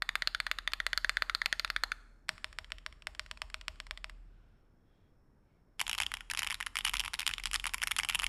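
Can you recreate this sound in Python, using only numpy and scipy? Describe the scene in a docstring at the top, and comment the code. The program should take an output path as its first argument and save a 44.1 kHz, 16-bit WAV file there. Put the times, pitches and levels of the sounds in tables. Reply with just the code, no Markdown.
"""A mechanical keyboard on a desk mat in a quiet room, heard from close by.
A finger drums on the space bar, then on a wide key at the left edge; after a pause both hands type fast.
Each clack is a burst of noise, coloured by a filter, with short ringing tones for plate and case.
Low noise thuds and a swaying low tone give the desk; fading noise gives the room's echo.
Soft noise makes the sliding hands and the room air, and a narrow strip of it a thin whine."""
import sys
import numpy as np
from scipy import signal
from scipy.fft import rfft, irfft
from scipy.io import wavfile

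SR = 44100
rng = np.random.default_rng(int(sys.argv[2]) if len(sys.argv) > 2 else 0)


def wrap_up_sound(samples):
    """Save the sound to the file named by the first command line argument, as 16-bit audio."""
    columns = np.atleast_2d(samples).T
    # keep every value between -1 and 1, then stretch to whole-number steps
    tamed = np.clip(columns, -1, 1)
    steps = np.round(tamed * 32767).astype(np.int16)
    wavfile.write(sys.argv[1], SR, steps)


N = 365148
TOP_HZ = 16000   # upper end of the sound
CLACK_SIZE = 4096   # samples in one clack
AGE = np.arange(CLACK_SIZE) / SR   # seconds since the start of a clack
HZ = np.maximum(np.fft.rfftfreq(CLACK_SIZE, 1 / SR), 1)   # pitches at which a clack is coloured

# space bar hits bottom: (time [s], energy [dB], cap resonance [Hz])
SPACE_DOWN = [(0.0908, -2.5, 2290), (0.2219, -3.5, 1596), (0.3479, -3.5, 1570), (0.4664, -6, 1902),
              (0.5864, -8.5, 1485), (0.676, -2, 2050.0), (0.802, -3.5, 1280), (0.9314, -2.5, 1860.0),
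              (1.0458, -0.5, 1570.0), (1.17, -0.6, 1390.0), (1.2967, -3.5, 1300.0), (1.4169, -2.5, 1810),
              (1.527, -0.4, 1446), (1.6473, -4, 1450.0), (1.763, -1.6, 1860), (1.9186, -4, 1538)]
# space bar springs back against its stop: (time [s], energy [dB])
SPACE_UP = [(0.0219, -3), (0.1551, -1.5), (0.2739, -0.1), (0.4021, -3), (0.5144, -2), (0.735, -4),
            (0.866, -2), (0.9761, -1), (1.0946, -0.4), (1.222, -0.5), (1.3491, -1.5), (1.4595, -0.5),
            (1.5961, -4), (1.7018, -4.5), (1.8365, -0.5)]
# wide key snaps down, then is let up gently: (time [s], energy [dB], time held [s], energy of return [dB])
WIDE_KEY = [(2.292, -3, .088, -25.5), (2.4443, -8.5, 0.084, -26.5), (2.587, -10, .058, -24.5),
            (2.72, -10, 0.064, -26), (2.8633, -10.5, .0625, -28.5), (3.0704, -9, 0.079, -25.5),
            (3.1953, -8.5, 0.067, -26.5), (3.313, -12.5, .0605, -26.5), (3.4187, -9, .082, -27),
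            (3.5433, -10, .069, -22), (3.682, -8, .076, -39), (3.8018, -14, 0.066, -25.5),
            (3.91, -10.5, .065, -19.5), (4.0436, -12, .053, -22)]


def from_db(db):
    """Turn decibels into a gain."""
    return 10 ** (np.asarray(db) / 20)


def unit_energy(x):
    """Scale a sound so that its squares add up to one."""
    return x / np.sqrt(np.sum(x ** 2) + 1e-20)


def at_hz(points, hz):
    """Read a table between its points, with pitch spaced by octaves as the ear hears it."""
    points = np.array(points)
    return np.interp(np.log(hz), np.log(points[:, 0]), points[:, 1])


def band(x, low_hz, high_hz):
    """Gently keep the sound between two pitches."""
    edges = [low_hz, min(high_hz, SR * .45)]
    return signal.sosfilt(signal.butter(2, edges, "band", fs=SR, output="sos"), x)


def add(track, s, sound):
    """Mix a sound into a track at a time in seconds."""
    part = track[max(round(s * SR), 0):][:len(sound)]
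    part += sound[:len(part)]


def dying_noise(t60, age=AGE):
    """Countless vibrations dying together, 60 dB down after t60 seconds; unit energy."""
    return unit_energy(rng.standard_normal(len(age)) * from_db(-60 * age / t60))


def causal_filter(level_db):
    """A filter with these levels (minimum phase), so that all its sound follows the blow."""
    cepstrum = irfft(np.log(from_db(level_db)))[:CLACK_SIZE // 2]
    cepstrum[0] /= 2
    return np.exp(rfft(2 * cepstrum, CLACK_SIZE))


def cap_resonance(cap_hz, height_db, octaves=0.23):
    """The hollow cap favours one pitch, set by the key and where the finger lands."""
    distance = np.log2(HZ / cap_hz) / octaves
    return height_db * np.exp(-.5 * distance ** 2)


def uneven(depth_db, count=48):
    """Every key and every touch has small peaks and dips of its own."""
    points = np.linspace(0, np.sqrt(SR / 2), count)
    return depth_db * np.interp(np.sqrt(HZ), points, rng.standard_normal(count))


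def clack(colour_db, modes, spread_s, chatter_db, body_db, body_t60, vary_db=0.0):
    """One blow of unit energy: first contact, a moment of chatter, then the ring of plate and case."""
    chatter = from_db(chatter_db) * dying_noise(spread_s)
    body = from_db(body_db) * dying_noise(body_t60)
    force = chatter + body
    force[0] += 1   # first contact
    sound = unit_energy(irfft(rfft(force) * causal_filter(colour_db)))
    for hz, level_db, t60 in modes:
        mode_hz = hz * rng.normal(1, 0.0086)   # slightly off its usual pitch each time
        ring = unit_energy(np.sin(2 * np.pi * mode_hz * AGE) * from_db(-60 * AGE / t60))
        gain = from_db(level_db + rng.normal(0, vary_db))
        sound = sound + gain * ring * rng.choice([-1, 1])
    return unit_energy(sound)


def space_bar(lag_s=.0006, stabiliser_db=-1.5):
    """The switch lands just ahead of the stabilisers; the return is a single sharper snap."""
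    # colour of the landing and of the return: (pitch [Hz], relative level [dB])
    down_colour = [(300, -35), (600, -31), (1000, -13), (1400, -1.5), (1900, 2), (2800, -13), (3500, -7.5),
                   (4600, -12), (5900, -25), (6600, -19.5), (7500, -35.5), (9600, -25.5), (13800, -41.5),
                   (16000, -55.5)]
    up_colour = at_hz([(300, -38), (500, -18.5), (950, -14.5), (1300, 1), (2000, 1.5), (3100, -8.5),
                       (3850, -10.5), (4250, 1), (4850, -8.5), (5900, -23.5), (6800, -18.5), (10000, -24.5),
                       (14000, -30), (16000, -47)], HZ)
    # tones that ring on: (pitch [Hz], energy relative to the clack [dB], time to fall 60 dB [s])
    modes = [(630, -27, .04), (1306, -26, .03), (1720, -21, .025), (3554, -15, 0.023), (4260, -21.5, 0.029),
             (4660, -22, 0.025)]
    out = np.zeros(N)
    for s, db, cap_hz in SPACE_DOWN:
        colour = at_hz(down_colour, HZ) + cap_resonance(cap_hz, height_db=5.0) + uneven(depth_db=1.1)
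        landing = clack(colour, modes, spread_s=0.0099, chatter_db=-5.5, body_db=-12.5, body_t60=0.052)
        stabilisers = clack(colour, modes, spread_s=0.0023, chatter_db=1.0, body_db=0.5, body_t60=0.0072)
        this_lag_s = lag_s * rng.uniform(.5, 2.2)
        add(landing, this_lag_s, from_db(stabiliser_db) * stabilisers)
        add(out, s, from_db(db) * unit_energy(landing))
    for s, db in SPACE_UP:
        snap = clack(up_colour, modes, spread_s=0.0021, chatter_db=-2.0, body_db=-4.5, body_t60=0.023)
        add(out, s, from_db(db) * snap)
    return out


def wide_key(hardening=0.11):
    """Short dry snaps, brighter the harder the blow; faint ticks as the key comes up or a finger touches a cap."""
    # colour of the key: (pitch [Hz], relative level [dB])
    colour = at_hz([(300, -52.5), (650, -13), (1200, 0), (2000, 2.5), (3300, -0.5), (4000, -7.5),
                    (4400, -4), (5400, -8), (6200, -20.5), (7600, -13), (10000, -21), (13500, -35.5),
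                    (16000, -34)], HZ)
    # tones that ring on: (pitch [Hz], energy relative to the clack [dB], time to fall 60 dB [s])
    modes = [(628, -21.5, 0.083), (1000, -25, .035), (1356, -24, 0.022), (4290, -28.5, 0.021),
             (5490, -20, .03)]
    # a finger meets a cap without pressing it: (time [s], energy [dB])
    touches = [(0.7198, -23), (1.6773, -23.5), (2.2849, -24), (2.704, -31), (3.022, -27)]
    out = np.zeros(N)
    usual_db = np.median(np.array(WIDE_KEY)[:, 1])
    for s, db, *_ in WIDE_KEY:
        tilt = hardening * (db - usual_db) * np.log2(HZ)   # hardening: dB per octave for each dB of blow
        snap = clack(colour + tilt, modes, spread_s=0.0024, chatter_db=-12.0, body_db=-11.0, body_t60=0.022)
        add(out, s, from_db(db) * snap)
    returns = [(s + held_s, return_db) for s, _, held_s, return_db in WIDE_KEY]
    for s, db in returns + touches:
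        tick = clack(colour, modes, spread_s=0.0095, chatter_db=1.5, body_db=-2.0, body_t60=0.02)
        add(out, s, from_db(db) * tick)
    return out


def letter_contacts(tap_db=-4.5, tap_hz=1390, tap_octaves=0.18, graze_chance=.18, graze_within_s=.016,
                    graze_db=-17.5, graze_spread_db=3.5, graze_hz=1900, graze_octaves=0.41):
    """Taps on a cap followed by landings, single clacks, and now and then a graze of a neighbouring cap."""
    # key hits bottom: (time [s], energy [dB], cap resonance [Hz], travel time from tap to bottom [s])
    landings = [(5.803, -6, 2800, 0.0075), (5.9857, -8.5, 3820, 0.0051), (6.0208, -6.5, 2860, 0.0065),
                (6.1397, -7.5, 3150, 0.022), (6.4313, -6.5, 1130, 0.011), (6.4726, -7.5, 2380, .006),
                (6.5071, -8, 1900, 0.006), (6.544, -11, 3840, 0.019), (6.609, -9, 1840, 0.0056),
                (6.6679, -8.5, 1510, 0.0043), (6.769, -5, 2560, 0.013), (6.8514, -2.5, 3080, 0.0023),
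                (6.8757, -8, 2960, 0.0096), (6.8953, -8.5, 3300, .012), (6.9404, -5.5, 2130, 0.0042),
                (6.969, -7.5, 3200, .013), (7.06, -12.5, 1210, .012), (7.1409, -8, 4140, 0.0057),
                (7.195, -7.5, 4480, 0.0043), (7.3128, -14, 1680, .012), (7.5428, -4.5, 3020, .01),
                (7.5588, -5, 4630, 0.0051), (7.6672, -7.5, 1070, 0.011), (7.7439, -5.5, 1070, 0.0071),
                (7.8357, -3.5, 1680, .0065), (7.917, -3, 2150, 0.0059), (7.9896, -3, 1460, .004),
                (8.0984, -4.5, 2400, 0.0022), (8.198, -5.5, 3020, 0.0062), (8.2421, -4, 2640, 0.0084)]
    # single clacks, a key landing or springing back: (time [s], energy [dB], cap resonance [Hz])
    single_clacks = [(5.814, -4, 3500), (5.8673, -12.5, 3610), (5.8955, -6, 3340), (5.9137, -10.5, 2800),
                     (5.9305, -7, 2740), (5.9498, -12.5, 3220), (6.002, -3, 2460), (6.0337, -11, 3540),
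                     (6.065, -6.5, 3350), (6.17, -17.5, 2400), (6.2076, -17.5, 1490), (6.3002, -11, 2750),
                     (6.313, -7.5, 1660), (6.336, -13.5, 1440), (6.374, -8.5, 4070), (6.392, -4.5, 4280),
                     (6.4463, -14, 1830), (6.516, -15, 1940), (6.5257, -14.5, 1100), (6.6266, -12, 1780),
                     (6.7876, -8, 3630), (6.8085, -13.5, 3600), (6.9961, -4.5, 2830), (7.0032, -5.5, 3000),
                     (7.038, -16, 1280), (7.0795, -11.5, 1210), (7.2053, -10.5, 4280), (7.2155, -18, 2400),
                     (7.2657, -3.5, 3930), (7.277, -2.5, 3220), (7.292, -11.5, 1780), (7.3374, -7, 3740),
                     (7.3821, -11.5, 3740), (7.3984, -17, 2400), (7.437, -13, 4160), (7.4567, -5, 3500),
                     (7.4715, -14.5, 3770), (7.5136, -13, 2500), (7.5982, -13, 3410), (7.642, -9, 2500),
                     (7.6562, -13.5, 2170), (7.674, -12, 2320), (7.6937, -19, 1100), (7.7818, -17.5, 2350),
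                     (7.8186, -8, 1940), (7.8728, -5.5, 1780), (7.9647, -8, 4200), (7.9985, -4.5, 1950),
                     (8.034, -8, 1900), (8.0486, -8.5, 1100), (8.0882, -6, 2620), (8.1243, -17, 1230),
                     (8.1479, -3, 3400), (8.1545, -3.5, 2860), (8.22, -13.5, 1330), (8.2656, -5, 2400)]
    contacts = []
    for s, db, _, travel_s in landings:
        # the tap is softer than the landing, and hollow
        contacts.append((s - travel_s, db + tap_db, tap_hz * 2 ** rng.normal(0, tap_octaves)))
    strokes = [row[:3] for row in landings] + single_clacks
    contacts += strokes
    for s, *_ in strokes:
        if rng.random() < graze_chance:
            graze_s = s + graze_within_s * rng.uniform(.3, 1)
            cap_hz = graze_hz * 2 ** rng.normal(0, graze_octaves)
            contacts.append((graze_s, rng.normal(graze_db, graze_spread_db), cap_hz))
    return contacts


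def letters(contacts, hard_hz=5800, treble_db=3.5, treble_per_db=0.4, usual_db=-8.0, treble_spread_db=1,
            rattle_db=-25.0, rub_db=-25.0, rattle_spread_db=8.5, after_s=0.019, travel_s=0.0065):
    """Small caps clack brightly; each stem rubs along its guide before the blow and wobbles after it."""
    # colour of a letter key: (pitch [Hz], relative level [dB])
    letter_colour = at_hz([(300, -34), (600, -20), (900, -4), (1600, -3.5), (2200, 2), (3100, 2),
                           (4100, -10), (5500, -7.5), (6100, -16), (7000, -12), (7900, -15.5),
                           (11000, -12.5), (14000, -35), (16000, -94)], HZ)
    # tone that rings on: (pitch [Hz], energy relative to the clack [dB], time to fall 60 dB [s])
    modes = [(10520, -19.5, 0.0063)]
    out = np.zeros(N)
    treble = 1 / (1 + (hard_hz / HZ) ** 8)   # rises from 0 to 1 around hard_hz
    for s, db, cap_hz in contacts:
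        # a harder blow is brighter, and no two touches are equally crisp
        hard_db = treble_db + treble_per_db * (db - usual_db) + rng.normal(0, treble_spread_db)
        colour = letter_colour + cap_resonance(cap_hz, height_db=6.5) + hard_db * treble
        colour = colour + uneven(depth_db=2.0)
        blow = clack(colour, modes, spread_s=0.0028, chatter_db=-0.5, body_db=-3.0, body_t60=0.019)
        add(out, s, from_db(db) * blow)

        wobble = clack(colour, [], spread_s=0.0051, chatter_db=18.0, body_db=-11.0, body_t60=0.021)
        wobble_db = db + rattle_db + rng.normal(0, rattle_spread_db)
        add(out, s + after_s * rng.uniform(0.27, 1), from_db(wobble_db) * wobble)

        travel = travel_s * rng.uniform(0.32, 2.5)
        friction = rng.standard_normal(CLACK_SIZE) * AGE * (AGE < travel)   # grows with the speed of the stem
        rub = unit_energy(irfft(rfft(friction) * causal_filter(colour)))
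        this_rub_db = db + rub_db + rng.normal(0, rattle_spread_db)
        add(out, s - travel, from_db(this_rub_db) * rub)
    return out


def desk_thuds(events, level_db, low_hz, high_hz, t60):
    """A little of each blow passes through the mat into the desk top."""
    out, age = np.zeros(N), np.arange(SR // 3) / SR
    for s, db, *_ in events:
        add(out, s, from_db(db + level_db) * dying_noise(t60, age))
    # make up for the energy lost by keeping only a narrow band
    return band(out, low_hz, high_hz) * np.sqrt(SR / 2 / (high_hz - low_hz))


def desk_sway(desk_hz=39, waver_hz=1.3, count=50):
    """The lowest vibration of the desk, its pitch wavering slowly at random."""
    # how far the desk sways: (time [s], level [dB])
    sway = [(0.0, -57), (1.06, -51.5), (1.54, -58.5), (1.78, -50), (2.24, -63.5), (2.79, -54.5),
            (2.86, -62), (4.22, -51), (4.93, -83.5), (5.76, -70.5), (5.86, -57), (6.71, -58.5), (6.73, -63),
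            (6.97, -46.5), (7.19, -66.5), (7.47, -46.5), (8.02, -60.5), (8.28, -46)]
    t = np.arange(N) / SR
    waver = np.interp(t, np.linspace(0, t[-1], count), rng.standard_normal(count))
    hz = desk_hz + waver_hz * waver
    strength = from_db(np.interp(t, *np.transpose(sway)))
    return np.sqrt(2) * strength * np.sin(2 * np.pi * np.cumsum(hz) / SR)


def hand_slide(low_hz=1100, high_hz=3300, ring_db=-3.5, width_hz=280,
               rumble_db=12.5, rumble_low_hz=65, rumble_high_hz=105):
    """Rubbing skin: soft hiss, one resonance and a desk rumble, swelling and fading with the hand's speed."""
    # a hand slides over mat or caps: (time at the fastest [s], half length [s], hiss level [dB],
    # favoured pitch [Hz])
    slides = [(4.421, 0.25, -81.5, 1504), (4.979, .14, -84.5, 3240), (5.53, 0.092, -88.5, 2216)]
    out, t = np.zeros(N), np.arange(N) / SR
    for s, half_s, db, hz in slides:
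        friction = rng.standard_normal(N)
        hiss = unit_energy(band(friction, low_hz, high_hz))
        ring = from_db(ring_db) * unit_energy(band(friction, hz - width_hz / 2, hz + width_hz / 2))
        rumble = from_db(rumble_db) * unit_energy(band(friction, rumble_low_hz, rumble_high_hz))
        speed = np.exp(-((t - s) / half_s) ** 2)
        out += from_db(db) * speed * np.sqrt(N) * (hiss + ring + rumble)
    return out


def stray_ticks(blows, level_db=-15.5, low_hz=1200, high_hz=13500):
    """Each blow also throws a plain broad tick upwards, heard only by way of the room."""
    out = np.zeros(N)
    for s, db, *_ in blows:
        add(out, s, [from_db(db + level_db)])
    return band(out + 1e-18, low_hz, high_hz)


def room(x, build_s=.006):
    """A diffuse tail that builds up within a few milliseconds; each band dies at its own pace."""
    # bands of the tail: (centre [Hz], time to fall 60 dB [s], relative level [dB])
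    bands = [(250, .45, -5), (700, 0.57, 12), (1590, 0.9, -1), (2980, 0.6, 1), (4600, 0.59, 2.5),
             (7550, 0.88, 2), (13000, 0.27, 5.5)]
    age = np.arange(SR * 2 // 3) / SR
    centres = np.array(bands)[:, 0]
    edges = np.r_[centres[0] / 2, np.sqrt(centres[1:] * centres[:-1]), TOP_HZ]
    tail = np.zeros(len(age))
    for (_, t60, db), low_hz, high_hz in zip(bands, edges, edges[1:]):
        noise = band(rng.standard_normal(len(age)), low_hz, high_hz)
        tail += noise * from_db(db - 60 * age / t60)
    build_up = 1 - np.exp(-age / build_s)
    return signal.fftconvolve(x, unit_energy(tail * build_up))[:N]


def air(level_db=-67):
    """Steady, dull background noise of the room."""
    # colour of the air: (pitch [Hz], relative level in each Hz [dB])
    colour = [(30, 1.5), (45, -2), (90, -3), (240, -8.5), (400, -13.5), (800, -21), (1600, -25.5),
              (3000, -41), (7000, -45.5), (14000, -47.5), (16000, -51)]
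    hz = np.maximum(np.fft.rfftfreq(N, 1 / SR), 1)
    noise = irfft(rfft(rng.standard_normal(N)) * from_db(at_hz(colour, hz)), N)
    return from_db(level_db) * np.sqrt(N) * unit_energy(noise)


def whine(centre_hz=5400, width_hz=200, level_db=-96.0):
    """A thin, barely audible tone in the background, made of a narrow strip of noise."""
    noise = band(rng.standard_normal(N), centre_hz - width_hz / 2, centre_hz + width_hz / 2)
    return from_db(level_db) * np.sqrt(N) * unit_energy(noise)


def scene():
    """Keys, desk and room at one close microphone."""
    # the hand lands on the wide key and thumps the desk: (time [s], energy [dB])
    hand_thump = [(2.2923, -19)]
    contacts = letter_contacts()
    keys = space_bar() + wide_key() + letters(contacts)
    # the first wide-key blow has the hand's thump instead of a plain thud
    thuds = (desk_thuds(SPACE_DOWN, level_db=-27.5, low_hz=42, high_hz=65, t60=.35)
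             + desk_thuds(WIDE_KEY[1:], level_db=-13.0, low_hz=43, high_hz=68, t60=0.56)
             + desk_thuds(contacts, level_db=-24.5, low_hz=42.0, high_hz=83.3, t60=0.34)
             + desk_thuds(contacts, level_db=-32.0, low_hz=110, high_hz=281, t60=0.22)
             + desk_thuds(hand_thump, level_db=-3.0, low_hz=75, high_hz=169.0, t60=0.21))
    ticks = stray_ticks(SPACE_DOWN + SPACE_UP + WIDE_KEY + contacts)
    tail = from_db(-22.0) * room(keys + ticks)
    background = hand_slide() + air() + whine()
    return (keys + thuds + desk_sway() + tail + background)[None]


def record(dry):
    """A steep filter cuts the top, 60 dB down from TOP_HZ upwards."""
    return signal.sosfilt(signal.cheby2(14, 60, TOP_HZ, fs=SR, output="sos"), dry)


dry = scene()
out = record(dry)
wrap_up_sound(out)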